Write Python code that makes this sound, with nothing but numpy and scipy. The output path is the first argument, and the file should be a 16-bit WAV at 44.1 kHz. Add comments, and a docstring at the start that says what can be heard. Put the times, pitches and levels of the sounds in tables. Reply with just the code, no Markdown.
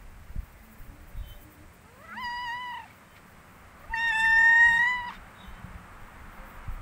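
"""Outdoors, on a hand-held camera's single microphone: air, far insects, distant traffic that later swells.
From the start the hand rumbles, knocks and rustles on the body; low engine notes drift, a far metallic thing squeaks.
Then, right at the microphone, a cat's soft rising murmur opens into a short call; a longer, louder one follows.
Calls are partials shaped by a moving mouth, plus pulsing breath; air, rumble and rustle are coloured noise;
engines and squeak are unsteady tones, knocks are slow pushes."""
import sys
import numpy as np
from scipy import signal
from scipy.fft import rfft, irfft, next_fast_len
from scipy.io import wavfile
from scipy.ndimage import map_coordinates

SR = 44100
rng = np.random.default_rng(int(sys.argv[2]) if len(sys.argv) > 2 else 0)


def wav_out(sig):
    """Save sig, one row per channel (or a flat mono array), as 16-bit PCM at SR to the path in sys.argv[1]."""
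    wavfile.write(sys.argv[1], SR, np.round(np.clip(np.atleast_2d(sig).T, -1, 1) * 32767).astype(np.int16))


N = 300569

# colour of the cat's breath, in the calls and in the puffs: (f/Hz, density/dB per Hz)
BREATH_TONE = [(700, -23.5), (1200, -4), (2100, 3.5), (3000, -7), (4700, -14.5), (6500, -22.5),
               (12000, -34)]


def amp(db):
    """Gain of a level in dB."""
    return 10 ** (np.asarray(db) / 20)


def unit(x):
    """x at rms 1."""
    return x / np.sqrt(np.mean(x ** 2) + 1e-20)


def along(points, hz):
    """(f/Hz, value) points read on a log frequency axis."""
    f, v = np.transpose(points)
    return np.interp(np.log(hz + 1), np.log(f + 1), v)


def curves(rows, t):
    """Each column after the time, read at times t."""
    s, *cols = np.transpose(rows)
    return [np.interp(t, s, c) for c in cols]


def wobble(rate, size=N):
    """A smooth random curve, rate knots a second (400 at most)."""
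    knots = rng.standard_normal(int(size / SR * 400) + 4)
    return map_coordinates(knots, [np.arange(size) * min(rate, 400) / SR])


def hump(t, s, half):
    """A smooth rise and fall centred on s."""
    return np.cos(np.pi / 2 * np.clip((t - s) / half, -1, 1)) ** 2


def filtered(x, response):
    """x times a response of frequency."""
    m = next_fast_len(len(x) + 8192)
    return irfft(rfft(x, m) * response(np.fft.rfftfreq(m, 1 / SR)), m)[:len(x)]


def noise(spectrum, size=N):
    """Noise of rms 1 coloured by the spectrum, falling to -120 dB an octave beyond either end."""
    closed = [(spectrum[0][0] * .5, -120), *spectrum, (spectrum[-1][0] * 2, -120)]
    return unit(filtered(rng.standard_normal(size), lambda hz: amp(along(closed, hz))))


def bursts(rows, tone, bed_db=-120):
    """Coloured noise that swells and fades at each (t/s, half length/s, level/dB), over a steady bed."""
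    t = np.arange(N) / SR
    swells = sum(amp(db) * hump(t, s, half) for s, half, db in rows)
    return (amp(bed_db) + swells) * noise(tone)


def add(out, s, x):
    """Mix x into out from time s."""
    part = out[max(round(s * SR), 0):][:len(x)]
    part += x[:len(part)]


def note(start, end, start_hz, end_hz, waver, flutter_db, rate):
    """Phase and swell of a slightly unsteady tone."""
    u = np.linspace(0, 1, round((end - start) * SR))
    hz = (start_hz + (end_hz - start_hz) * u) * (1 + waver * wobble(rate, size=len(u)))
    swell = np.sin(np.pi * u) ** .5 * amp(flutter_db * wobble(rate, size=len(u)))
    return 2 * np.pi * np.cumsum(hz) / SR, np.sqrt(2) * swell


def outdoors():
    """Steady air, far insects and swelling traffic as coloured noise, engine notes as drifting sines."""
    # the air around the microphone: (f/Hz, density/dB per Hz)
    air_tone = [(35, -40), (60, -5), (139, -6), (188, 0.5), (243, -4.5), (292, -9), (329, -9.5), (455, -10),
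                (588, -8.5), (646, -9.5), (874, -10), (1180, -9), (2120, -11.5), (3450, -24.5),
                (15700, -32)]
    # far steady shrilling: (f/Hz, density/dB per Hz)
    insect_tone = [(6800, -9.5), (7600, -5.5), (8300, -1.5), (9000, -6.5), (9800, -22.5)]
    # colour of the distant traffic: (f/Hz, density/dB per Hz)
    road_tone = [(88, -38), (150, -6.5), (187, 0), (282, -9), (485, -14), (522, -7.5), (570, -12),
                 (670, -8), (1260, -3), (2140, -11.5), (5000, -36.5), (6500, -64), (11000, -120)]
    # the traffic's swell: (t/s, level/dB)
    traffic = [(0, -78), (1.86, -80), (2.1, -61), (2.73, -62), (3.57, -57.5), (4.2, -51.5), (6.11, -51.5),
               (6.47, -49), (6.82, -51.5)]
    # faint drifting engine notes: (start t/s, end t/s, start f/Hz, end f/Hz, level/dB)
    drones = [(.6, 0.998, 221.7, 217, -59.5), (.75, 1.104, 272.3, 304, -64.5),
              (.78, 1.714, 560, 600, -67.5), (1.4, 1.656, 299, 310, -61.5), (2.07, 2.31, 218, 218.6, -54),
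              (4.1, 4.489, 193.7, 181.8, -58), (4.62, 4.88, 188, 180.3, -53.5),
              (4.95, 5.25, 181.1, 181.3, -59), (5.4, 5.895, 186.5, 173.1, -56.5),
              (6.36, 6.48, 520, 529, -61)]
    air_db, insects_db = -55.5, -73

    road_db = curves(traffic, np.arange(N) / SR)[0]
    out = amp(air_db) * noise(air_tone)
    out += amp(road_db + 0.61 * wobble(11.0)) * noise(road_tone)
    out += amp(insects_db + 1.2 * wobble(1.8)) * noise(insect_tone)
    for start, end, start_hz, end_hz, db in drones:
        phase, swell = note(start, end, start_hz, end_hz, waver=.014, flutter_db=3.5, rate=22)
        add(out, start, amp(db) * swell * np.sin(phase))
    return out


def hand():
    """Soft pushes on the body over a lumpy two-band rumble, and a fine rustle of fur and fingers over hiss."""
    # how hard the hand works the body: (t/s, low rumble level/dB)
    grip = [(0, -51.5), (.45, -46), (.83, -59.5), (1.18, -39), (1.5, -61), (2.4, -60.5), (3.1, -68),
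            (3.7, -59.5), (4.35, -46), (4.48, -53), (4.7, -49.5), (5.1, -57.5), (5.54, -53), (5.66, -48),
            (5.85, -53.5), (6.23, -49), (6.41, -57), (6.6, -48.5), (6.82, -39)]
    # knocks on the body: (t/s, peak level/dB, push length/s, direction)
    bumps = [(.301, -37, 0.0031, 1), (.353, -32, .012, 1), (.361, -28.5, 0.0024, 1), (.387, -24, 0.006, 1),
             (.432, -36, 0.0036, 1), (.806, -36.5, 0.011, -1), (.887, -36.5, 0.0078, 1),
             (1.171, -32.5, 0.0034, 1), (1.18, -31.5, 0.0077, -1), (1.212, -29, 0.0047, 1),
             (1.363, -36.5, 0.0092, 1), (3.902, -33.5, 0.0076, 1), (5.645, -31, 0.0029, 1),
             (5.711, -41, 0.0051, 1), (5.757, -35, 0.0042, 1), (6.02, -38, 0.013, 1),
             (6.394, -37, 0.0085, 1), (6.682, -28, .003, 1), (6.689, -35, 0.0079, 1)]
    # fur and fingers: (t/s, half length/s, level/dB)
    rustles = [(.6, 0.58, -70), (.63, .04, -69), (.72, .04, -67), (.82, .07, -66), (1.35, .3, -67),
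               (1.1, .05, -64), (1.31, 0.064, -63), (1.43, .04, -64.5), (1.53, .04, -61), (1.75, .04, -67),
               (1.99, .07, -70), (2.23, .05, -64), (2.5, .06, -75), (2.72, .06, -73), (2.96, .06, -68.5),
               (3.16, .04, -69), (3.29, .06, -73), (3.57, .07, -68), (3.83, .05, -68), (5.48, .06, -75),
               (6.05, .1, -81), (6.35, .08, -67), (6.5, .1, -65), (6.74, .07, -71)]
    # colour of the rustle and the hiss: (f/Hz, density/dB per Hz)
    rustle_tone = [(5000, -40.5), (7500, -19), (11000, -17), (13500, -9), (15700, -3.5)]
    upper_rumble_db, upper_follows = -57, .4  # level at a grip of -52 dB; share of the grip's swing
    hiss_bed_db = -74.5  # steady high hiss throughout

    t = np.arange(N) / SR
    out = np.zeros(N)
    for s, db, length, direction in bumps:
        u = np.arange(round(-2 * length * SR), round(6 * length * SR)) / SR / length
        # a quick push, then a slower and weaker swing back
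        push = np.exp(-2.8 * u ** 2) - 0.84 * np.exp(-((u - 1.5) / 0.71) ** 2)
        add(out, s - 2 * length, np.sign(direction) * amp(db) * push)
    low_db, = curves(grip, t)
    upper_db = upper_rumble_db + upper_follows * (low_db + 52)
    out += amp(low_db + 3.6 * wobble(11)) * noise([(18, -2.0), (30, -4), (70, -12.5)])
    out += amp(upper_db + 3.4 * wobble(36)) * noise([(70, -2.0), (110, -4.0), (160, -17)])
    return out + amp(2.5 * wobble(45)) * bursts(rustles, rustle_tone, hiss_bed_db)


def squeak():
    """Far metal: a steady tone with overtones; a scratchy band just above it starts a little earlier."""
    # each squeak: (start t/s, end t/s, tone level/dB, overtone level re tone/dB, scratch level/dB);
    # the overtone level is reached two thirds of the way through
    squeaks = [(1.199, 1.386, -57, -18, -65), (1.342, 1.463, -68, -8, -69), (3.009, 3.257, -70, -18, -75),
               (5.395, 5.548, -62, -10, -58.5), (5.522, 5.64, -66, -20, -69)]
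    # colour of the scratch: (f/Hz, density/dB per Hz)
    scratch_tone = [(3300, -18), (3520, 3), (3620, -12), (3780, 5), (3950, -35)]
    squeak_hz = 3073

    out = np.zeros(N)
    for start, end, db, overtone_db, scratch_db in squeaks:
        phase, swell = note(start, end, squeak_hz, squeak_hz, waver=.0015, flutter_db=2.5, rate=50)
        late = np.linspace(0, 1.5, len(phase))  # the overtones grow toward the end
        overtones = np.sin(2 * phase) + np.sin(4 * phase)
        tone = np.sin(phase) + amp(overtone_db) * late * overtones
        add(out, start, amp(db) * swell * np.hanning(len(phase)) ** .6 * tone)
        size = len(phase) + round(.04 * SR)
        scratch = np.hanning(size) ** .7 * noise(scratch_tone, size=size)
        add(out, start - .07, amp(scratch_db) * scratch)
    return out


def meow(rows, jitter, tremor, mouth_width_hz=500):
    """A clear stack of partials shaped by the moving mouth, with breath pulsing once a cycle."""
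    # through both calls: (t/s, mouth ring level/dB, treble level/dB)
    mouth_rows = [(1.83, -88, -85), (2.155, -78, -78), (2.18, -53, -76), (2.21, -60, -74), (2.25, -47, -65),
                  (2.45, -52, -68), (2.496, -51, -58), (2.56, -57, -69), (2.612, -66, -63.5),
                  (2.7, -57, -73), (2.78, -79, -78), (3.9, -92, -86), (3.94, -60.5, -68),
                  (3.965, -42.5, -65), (4.0, -49, -56), (4.088, -50, -61), (4.128, -58, -55),
                  (4.2, -51.5, -48), (4.314, -51, -48.5), (4.434, -46, -54.5), (4.55, -51.5, -56.5),
                  (4.64, -48, -49), (4.76, -54, -49), (4.8, -50, -53), (4.91, -61, -56.5), (5.01, -72, -73),
                  (5.08, -57, -79), (5.112, -64, -74)]
    # partials five to ten, re treble level: (f/Hz, level/dB)
    treble_shape = [(3530, -23.5), (6000, -22.5), (7460, -4), (8150, -12), (9500, -18.5), (12400, -43),
                    (20900, -120)]
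    # partials above the tenth, re treble level less 11 dB: (f/Hz, level/dB)
    top_shape = [(9000, -7), (10300, -6.5), (11200, -13.5), (12000, -14), (13000, -8), (14000, -19),
                 (15300, -10)]
    # the voice turns unsteady where it is weak: (t/s, half length/s, extra jitter as a multiple)
    rough = [(2.06, .13, 7), (2.81, .08, 5), (3.83, .09, 6), (5.06, .09, 1.6)]
    # the voice slips: (t/s, pitch drop as a share, level drop/dB)
    slips = [(2.827, 0.015, 29), (4.116, 0.019, 3), (4.207, 0.0088, -1), (4.38, 0.028, 3.5),
             (4.427, .014, 4), (4.68, 0.015, 4), (4.786, 0.035, 8.5), (4.821, 0.016, 0),
             (4.851, 0.035, 3.5), (5.059, 0.011, 10)]
    # every second cycle weaker, lines appear halfway between partials: (t/s, half length/s, level/dB)
    doubling = [(2.11, 0.05, -48), (3.976, .025, -44.5), (4.089, 0.02, -43), (4.126, 0.012, -40)]
    # the call quavers out: (onset t/s, first crest t/s, rate f/Hz, pitch depth as a share)
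    quaver_settings = (2.696, 2.714, 31.2, .036)
    bright_db = -45  # partial 4 with the mouth wide open
    open_mouth_hz, mouth_hz_per_db = 5376, 34  # the ring when wide open, and its fall as the voice dulls
    # breath when wide open; share of the dulling it follows; rise per unit of extra jitter
    open_breath_db, breath_follows, hoarse_db = -57.5, .45, 1.6
    slip_s = .0075  # half length

    t = np.arange(round(rows[0][0] * SR), round(rows[-1][0] * SR)) / SR
    pitch, *low_db = curves(rows, t)
    mouth_db, treble_db = curves(mouth_rows, t)
    brightness_db = low_db[3] - bright_db  # negative as the voice dulls
    mouth_hz = open_mouth_hz + mouth_hz_per_db * np.clip(brightness_db, -22, 0)

    unsteady = sum(extra * hump(t, s, half) for s, half, extra in rough)
    flutter = wobble(110, size=len(t)) * (1 + unsteady)
    onset, crest, rate, depth = quaver_settings
    fade_in = np.clip((t - onset) * rate / 0.99, 0, 1)
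    quaver = tremor * fade_in * np.cos(2 * np.pi * rate * (t - crest))
    drop = sum(share * hump(t, s, slip_s) for s, share, _ in slips)
    weaker_db = sum(db * hump(t, s, slip_s) for s, _, db in slips)
    pitch = pitch * (1 + jitter * flutter + depth * quaver - drop)
    phase = 2 * np.pi * np.cumsum(pitch) / SR

    voice = np.zeros(len(t))
    for k in range(1, 18):
        hz = k * pitch
        if k <= len(low_db):
            gain = amp(low_db[k - 1])
        else:
            mouth = amp(mouth_db) / (1 + (2 * (hz - mouth_hz) / mouth_width_hz) ** 2)
            open_hz = hz * open_mouth_hz / mouth_hz  # all upper resonances sink with the ring
            shape_db = along(treble_shape, open_hz) if k <= 10 else -11 + along(top_shape, open_hz)
            gain = mouth + amp(treble_db + shape_db)
        # the resonances over the fundamental turn pitch flutter and slips into throbs
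        throb_db = .7 * flutter + .45 * wobble(75, size=len(t)) * min(k, 7) + 1.5 * quaver - weaker_db
        if k > 6:  # tongue and lips shift the high partials one by one
            throb_db += 2.5 * wobble(9, size=len(t))
        if k == 1:
            throb_db *= .4
        partial = np.sin(k * phase + rng.uniform(0, 2 * np.pi))
        voice += np.sqrt(2) * gain * amp(throb_db) * partial

    halves = sum(amp(db) * hump(t, s, half) for s, half, db in doubling)
    voice += halves * (np.sin(2.5 * phase) + .2 * np.sin(3.5 * phase))
    breath_db = open_breath_db + breath_follows * brightness_db + hoarse_db * unsteady
    breath = amp(breath_db) * noise(BREATH_TONE, size=len(t)) * (1 + .5 * np.cos(phase))
    return (voice + breath) * signal.windows.tukey(len(t), .015)


def cat():
    """Both calls, throat catches as short sines, puffs of air as crackly noise, rasps as smooth bright noise."""
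    # each call: (t/s, pitch f/Hz, partial 1 level/dB, partial 2 level/dB, partial 3 level/dB, partial 4 level/dB)
    first_call = [(1.83, 400, -67, -70, -63, -84), (1.939, 498, -63, -62, -72, -84),
                  (2.0, 547.4, -60, -60, -66, -84), (2.039, 639, -56, -58, -59, -85),
                  (2.123, 678, -70, -43, -47.5, -73), (2.15, 806, -59, -46.5, -64, -80),
                  (2.18, 948, -38, -40, -49, -70), (2.21, 1041, -39.5, -44.5, -53, -60),
                  (2.245, 967, -36, -39.5, -43, -62), (2.275, 955.4, -36.5, -38, -53.5, -64),
                  (2.446, 983, -36.5, -42, -44.5, -62), (2.495, 922.5, -37, -35, -47, -58),
                  (2.552, 975, -37, -38.5, -52, -63), (2.612, 998, -39, -43.5, -49, -65),
                  (2.72, 963, -38, -41.5, -50, -66), (2.8, 930, -40.5, -48, -54, -68),
                  (2.85, 850, -48, -58, -55, -76)]
    # columns as in the first call
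    second_call = [(3.76, 516, -62, -63, -75, -85), (3.86, 570, -61, -65, -68, -83),
                   (3.895, 880, -55, -68, -67, -83), (3.922, 906, -36, -57, -58, -80),
                   (3.944, 914, -34, -34.5, -47.5, -75), (3.975, 896.7, -34.5, -32, -38, -50.5),
                   (4.015, 925, -36.5, -29, -39, -45), (4.095, 918, -38.5, -25, -41.5, -42),
                   (4.128, 874, -34, -29, -37.5, -42), (4.191, 890, -32.5, -27.5, -35.5, -41),
                   (4.313, 904, -32, -20.5, -41, -45), (4.433, 915.5, -32.5, -17.5, -46, -49.5),
                   (4.529, 922, -32.5, -18.5, -46.5, -49), (4.66, 941, -31.5, -16, -43.5, -48.5),
                   (4.695, 932.6, -32, -21, -42, -46.5), (4.77, 927.6, -34, -24.5, -46, -43.5),
                   (4.805, 954, -33, -21, -49, -48.5), (4.908, 996.6, -34, -27, -44, -52.5),
                   (5.004, 978, -36, -37.5, -50.5, -57.5), (5.03, 962, -38.5, -42.5, -52, -65),
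                   (5.08, 983, -36.5, -40.5, -52, -62), (5.097, 875, -40, -48, -50, -53),
                   (5.112, 1100, -38, -62, -72, -76)]
    # catches of the voice: (centre t/s, length/s, ringing f/Hz, peak level/dB)
    catches = [(2.057, 0.014, 1520, -51), (2.142, .03, 1246, -43), (2.739, 0.011, 1187, -43),
               (2.859, 0.021, 750, -45), (2.907, 0.026, 2250, -52), (3.16, .027, 2200, -53),
               (3.941, .012, 1885, -22.5), (4.253, 0.0088, 1895, -20), (5.109, 0.0083, 1184, -32),
               (5.122, .013, 1690, -43), (5.127, .008, 1050, -37), (5.147, 0.0091, 1513, -47),
               (5.16, .04, 3650, -54)]
    # breath let out: (t/s, half length/s, level/dB)
    puffs = [(2.15, 0.028, -57), (2.877, 0.16, -59), (3.173, 0.031, -55), (5.105, 0.015, -60),
             (5.135, 0.072, -48)]
    # bright air through the teeth: (t/s, level/dB)
    rasps = [(3.96, -59), (4.085, -53), (4.12, -59), (4.2, -55), (4.255, -63), (4.305, -59), (4.66, -57),
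             (4.79, -58)]
    # colour of the rasps: (f/Hz, density/dB per Hz)
    rasp_tone = [(2000, -15), (4000, -6), (7500, -3), (10000, -8), (13000, -19.5), (15700, -10)]
    rasp_s = 0.019  # half length

    out = np.zeros(N)
    add(out, first_call[0][0], meow(first_call, jitter=.004, tremor=1))
    add(out, second_call[0][0], meow(second_call, jitter=.005, tremor=0))
    for s, length, hz, db in catches:
        t = np.arange(round(length * SR)) / SR
        add(out, s - length / 2, amp(db) * np.hanning(len(t)) * np.sin(2 * np.pi * hz * t))
    crackle = amp(2.5 * wobble(300))
    rasp_rows = [(s, rasp_s, db) for s, db in rasps]
    return out + crackle * bursts(puffs, BREATH_TONE) + bursts(rasp_rows, rasp_tone)


def porch(x):
    """A faint diffuse answer of tiles and walls: a noise tail falling 60 dB in 0.3 s."""
    t = np.arange(SR // 2) / SR
    tail = rng.standard_normal(len(t)) * amp(-60 * t / .3)
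    return amp(-23) * signal.fftconvolve(x, tail / np.linalg.norm(tail))[:N]


def scene():
    """Everything at the single microphone; only the cat's voice is answered by the porch."""
    voice = cat()
    return (voice + porch(voice) + hand() + outdoors() + squeak())[None]


def record(dry):
    """The camera keeps nothing above its band limit."""
    top_hz = 15720
    return filtered(dry[0], lambda hz: hz < top_hz)[None]


dry = scene()
out = record(dry)
wav_out(out)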